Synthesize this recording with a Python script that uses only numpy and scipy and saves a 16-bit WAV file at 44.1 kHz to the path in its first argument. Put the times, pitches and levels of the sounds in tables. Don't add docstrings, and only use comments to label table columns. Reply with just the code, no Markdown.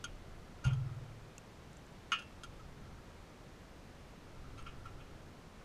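import sys
import numpy as np
from scipy import signal
from scipy.fft import rfft, irfft
from scipy.io import wavfile
from scipy.ndimage import uniform_filter1d

SR = 44100
rng = np.random.default_rng(int(sys.argv[2]) if len(sys.argv) > 2 else 0)


def store_pcm(level_fs):
    pcm = np.round(np.clip(level_fs, -1, 1) * 32767).astype(np.int16)
    wavfile.write(sys.argv[1], SR, np.atleast_2d(pcm).T)


N = 248724

# frequency in Hz, relative level in dB per Hz.
CLACK_SPECTRUM = [(400, -21), (950, -9), (1150, 1), (1400, 10.5), (1600, -26), (2100, -4), (2500, 1),
                  (3100, 0), (3800, -15.5), (6400, -18.5), (7500, -27), (14000, -47)]
# frequency in Hz, relative level in dB, t60 in seconds.
MOUNT_MODES = [(2910, -18, 0.025), (3207, 1.5, 0.081), (4520, -5, 0.049), (5030, -3, 0.032),
               (6420, 1.5, 0.057), (6670, -9, 0.042), (10100, -20, .03)]
# start in seconds, length in seconds, seed level in dB, stand level in dB.
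BIRD_MOVES = [(0, 0.35, -75, -56.5), (0.876, 0.051, -66, -58), (2.6, .33, -71.5, -56.5),
              (4.435, 0.53, -66, -53)]


def amp(db):
    return 10 ** (np.asarray(db) / 20)


def unit_rms(x):
    return x / np.sqrt(np.mean(x ** 2) + 1e-20)


def peaked(x, size=128):
    return x / (2 * np.sqrt(uniform_filter1d(x ** 2, size).max()) + 1e-20)


def add(mix, start, sound):
    part = mix[max(round(start * SR), 0):][:len(sound)]
    part += sound[:len(part)]


def noise(spectrum, size):
    hz, db = np.transpose(spectrum)
    colour = amp(np.interp(np.log(np.fft.rfftfreq(size, 1 / SR) + 1), np.log(hz + 1), db))
    return unit_rms(irfft(rfft(rng.standard_normal(size)) * colour, size))


def ring(modes, t, polarity=1):
    return sum(polarity ** k * amp(db - 60 * t / t60) * np.sin(2 * np.pi * hz * t)
               for k, (hz, db, t60) in enumerate(modes))


def garden(level_db=-55):
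    # frequency in Hz, relative level in dB per Hz.
    rush_spectrum = [(12, -26), (20, -7), (37, 1), (59, -2.5), (92, -3), (115, -3), (143, -2.5),
                     (229, -6.5), (525, -11), (674, -13.5), (841, -15), (1080, -16), (6360, -31),
                     (7300, -33.5), (15000, -45.5)]
    return amp(level_db) * noise(rush_spectrum, N)


def effort(start, length, build_db_per_s=45, settle_db_per_s=37):
    t = np.arange(N) / SR
    before, after = np.maximum(start - t, 0), np.maximum(t - start - length, 0)
    return amp(-build_db_per_s * before - settle_db_per_s * after)


def stand_sway(perched_db=-67):
    modes = [(31.6, 1, .58), (60, -12, .31), (89, -5, 1), (109, -8, .62), (130.6, -5.5, .42)]
    stand = ring(modes, np.arange(SR) / SR)
    weight = rng.standard_normal(N + len(stand) - 1)
    hum = unit_rms(signal.fftconvolve(weight, stand, "valid"))
    rumble = noise([(10, 3), (30, -2.5), (70, -3), (130, -10), (250, -22.5), (700, -60)], N)
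    gain = amp(perched_db) + sum(effort(start, length) * amp(db) for start, length, _, db in BIRD_MOVES)
    return gain * unit_rms(hum + rumble)


def mount_knock(hz, t):
    # multiple of the knock pitch, relative level in dB, t60 in seconds.
    knock_modes = [(.86, -38, 0.046), (.945, 6, 0.061), (1.002, 11, 0.051), (1.045, 4.5, 0.032)]
    return ring([(hz * multiple, db, t60) for multiple, db, t60 in knock_modes], t)


def seed_rustle(taps_per_s=260, spread_db=3, knock_hz=1345, mount_db=-15, husk_db=-13, husk_t60=.018):
    t = np.arange(SR // 4) / SR
    strength = amp(spread_db * np.minimum(rng.exponential(1, N), 4)) * rng.choice([-1, 1], N)
    taps = strength * (rng.random(N) < taps_per_s / SR)
    husk = amp(husk_db - 60 * t / husk_t60) * noise(CLACK_SPECTRUM, len(t))
    seed = mount_knock(knock_hz, t) + amp(mount_db) * ring(MOUNT_MODES, t) + husk
    gain = sum(effort(start, length) * amp(db) for start, length, db, _ in BIRD_MOVES)
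    return gain * unit_rms(signal.fftconvolve(taps, seed)[:N])


def seed_snaps(hollow_hz=2650, hollow_db=-10.5, hollow_t60=.018, splinter_db=-11, splinter_t60=.013):
    # start in seconds, level in dB, main pitch in Hz, t60 in seconds.
    splits = [(1.381, -39.5, 6450, .0045), (1.731, -53.5, 7200, .006), (1.7695, -52, 7250, .012),
              (1.866, -57, 7600, .006), (1.924, -61, 7400, .008), (4.625, -56, 8400, .022)]
    splinter_spectrum = [(1500, -25), (5000, -6), (7000, 2), (8400, 2), (9500, -12), (15000, -14)]
    out, t = np.zeros(N), np.arange(SR // 20) / SR
    attack = 1 - np.exp(-t / .00014)
    for start, db, hz, t60 in splits:
        crack = ring([(hz, 0, t60), (hz * 1.13, -8, t60), (hollow_hz, hollow_db, hollow_t60)], t)
        splinters = amp(splinter_db - 60 * t / splinter_t60) * noise(splinter_spectrum, len(t))
        add(out, start, amp(db) * peaked((crack + splinters) * attack))
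    return out


def slips(length):
    size = round(length * SR)
    return rng.standard_normal(size) * (rng.random(size) < .15) * signal.windows.tukey(size, .6)


def chatter(force, hz, share):
    t = np.arange(len(force)) / SR
    return force + share * np.sin(2 * np.pi * hz * t) * signal.windows.tukey(len(force), .4)


def strike(force, knock_hz, knock_db, ring_db, clack_db, tick_db, chatter_hz=0,
           clack_t60=.16, tick_t60=.049, mount_db=-1):
    # frequency in Hz, relative level in dB, t60 in seconds.
    wall_modes = [(1128, -2, .11), (1279, -1, .13), (1362, -4, .17), (1620, -16, .28), (1736, -13, .28),
                  (1819, -9, .17), (2225, -5, .11), (2355, -16, .17), (2440, -20, .27), (2488, -2, .19),
                  (2694, -7, .33), (2763, -6, .26), (2858, -6, .18), (2897, 1, .19), (2950, -8, .14),
                  (3086, -10, .17), (3162, -2, .12), (3228, -17, .36), (3435, -13, .13), (3555, -9, .11),
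                  (4086, -26, .18), (4393, -23, .2), (4732, -26, .18), (5114, -24, .2), (6234, -25, .18),
                  (6551, -18, .14), (6751, -21, .14)]
    # frequency in Hz, relative level in dB per Hz.
    tick_spectrum = [(300, -13), (900, -21), (1400, -18), (2000, -30), (3000, 10), (3800, -1.5), (5000, -5),
                     (5700, -4), (6500, 6), (7200, -7), (10200, -7), (12000, -23), (15000, -27)]
    t = np.arange(SR // 2) / SR
    attack, knock_attack, tick_attack = (1 - np.exp(-t / rise_s) for rise_s in (.00083, .0024, .00021))
    knock = mount_knock(knock_hz, t) * knock_attack
    wall = ring(wall_modes, t) * attack
    clack = noise(CLACK_SPECTRUM, len(t)) * amp(-60 * t / clack_t60) * attack
    husk = noise(tick_spectrum, len(t)) * amp(-60 * t / tick_t60) * tick_attack
    tick = peaked(husk) + amp(mount_db) * peaked(ring(MOUNT_MODES, t) * attack)
    paths = [(chatter(force, knock_hz, share=.083), knock, knock_db),
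             (chatter(force, chatter_hz, share=.097), wall, ring_db),
             (force, clack, clack_db), (force, tick, tick_db)]
    return sum(amp(db) * peaked(signal.fftconvolve(drive, body)) for drive, body, db in paths)


def husk_drops(hard_tap_db=-28.5, ring_growth=.54):
    # start and bounce delay in seconds, knock pitch in Hz, knock, wall and tick levels in dB.
    drops = [(0.0409, .0035, 1408, -36.5, -45.5, -35), (.7315, .004, 1380, -48, -62, -48),
             (2.119, .01, 1373, -23.5, -28.5, -33.5), (2.2212, .004, 1400, -53, -61, -55.5),
             (2.4347, .008, 1385, -42, -54, -41)]
    out, impulse = np.zeros(N), np.ones(1)
    for start, delay, hz, knock_db, wall_db, tick_db in drops:
        ring_db = wall_db + 4 + ring_growth * (wall_db - hard_tap_db)
        landing = strike(impulse, hz, knock_db, ring_db, wall_db, tick_db)
        bounce = strike(impulse, hz, knock_db - 2.5, ring_db - 19.5, wall_db - 2.5, tick_db - 8.5)
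        add(out, start, landing)
        add(out, start + delay, bounce)
    return out


def beak_drags(chatter_hz=2526):
    # start and length in seconds, knock pitch in Hz, knock, wall and tick levels in dB.
    drags = [(.638, 0.017, 1414, -32.5, -43.5, -42.5), (.655, 0.027, 1397, -51, -41.5, -46.5),
             (.692, 0.022, 1394, -43.5, -49, -65), (2.182, .018, 1414, -47, -48, -48.5),
             (2.582, 0.031, 1290, -52.5, -70, -67), (4.567, 0.039, 1345, -48, -50, -57),
             (4.658, 0.0128, 1366, -43.5, -43.5, -72), (4.853, 0.0081, 1360, -39.5, -52.5, -56),
             (4.998, 0.011, 1380, -54.5, -54, -64)]
    out = np.zeros(N)
    for start, length, hz, knock_db, wall_db, tick_db in drags:
        ring_db = wall_db - 5
        add(out, start, strike(slips(length), hz, knock_db, ring_db, wall_db, tick_db, chatter_hz))
    return out


def contact_low_cut(contacts, cut_hz=980):
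    return signal.sosfilt(signal.butter(4, cut_hz, "highpass", fs=SR, output="sos"), contacts)


def peck_thump(start=.651, thud_db=-49, thud_t60=.39):
    # frequency in Hz, level in dB, t60 in seconds.
    flex_modes = [(32.1, -45, 1.2), (62.6, -28.5, .16), (89.05, -41.5, 1.5), (109.98, -35.1, 1.62),
                  (129.95, -26.8, .96), (146.7, -35.5, 1.2), (188.5, -41, .33), (212, -50, .6)]
    out, t = np.zeros(N), np.arange(2 * SR) / SR
    boom = ring(flex_modes, t, polarity=-1)
    thud = noise([(100, -20), (220, 0), (400, -3), (850, .5), (1300, -2), (3000, -48)], len(t))
    add(out, start, boom + amp(thud_db - 60 * t / thud_t60) * thud)
    return out


def scene():
    contacts = contact_low_cut(husk_drops() + beak_drags())
    return (contacts + peck_thump() + seed_snaps() + seed_rustle() + stand_sway() + garden())[None]


def record(dry):
    lowpass = signal.firwin(511, 15100, window=("kaiser", 9), fs=SR)
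    return signal.oaconvolve(dry, lowpass[None], "same")


dry = scene()
out = record(dry)
store_pcm(out)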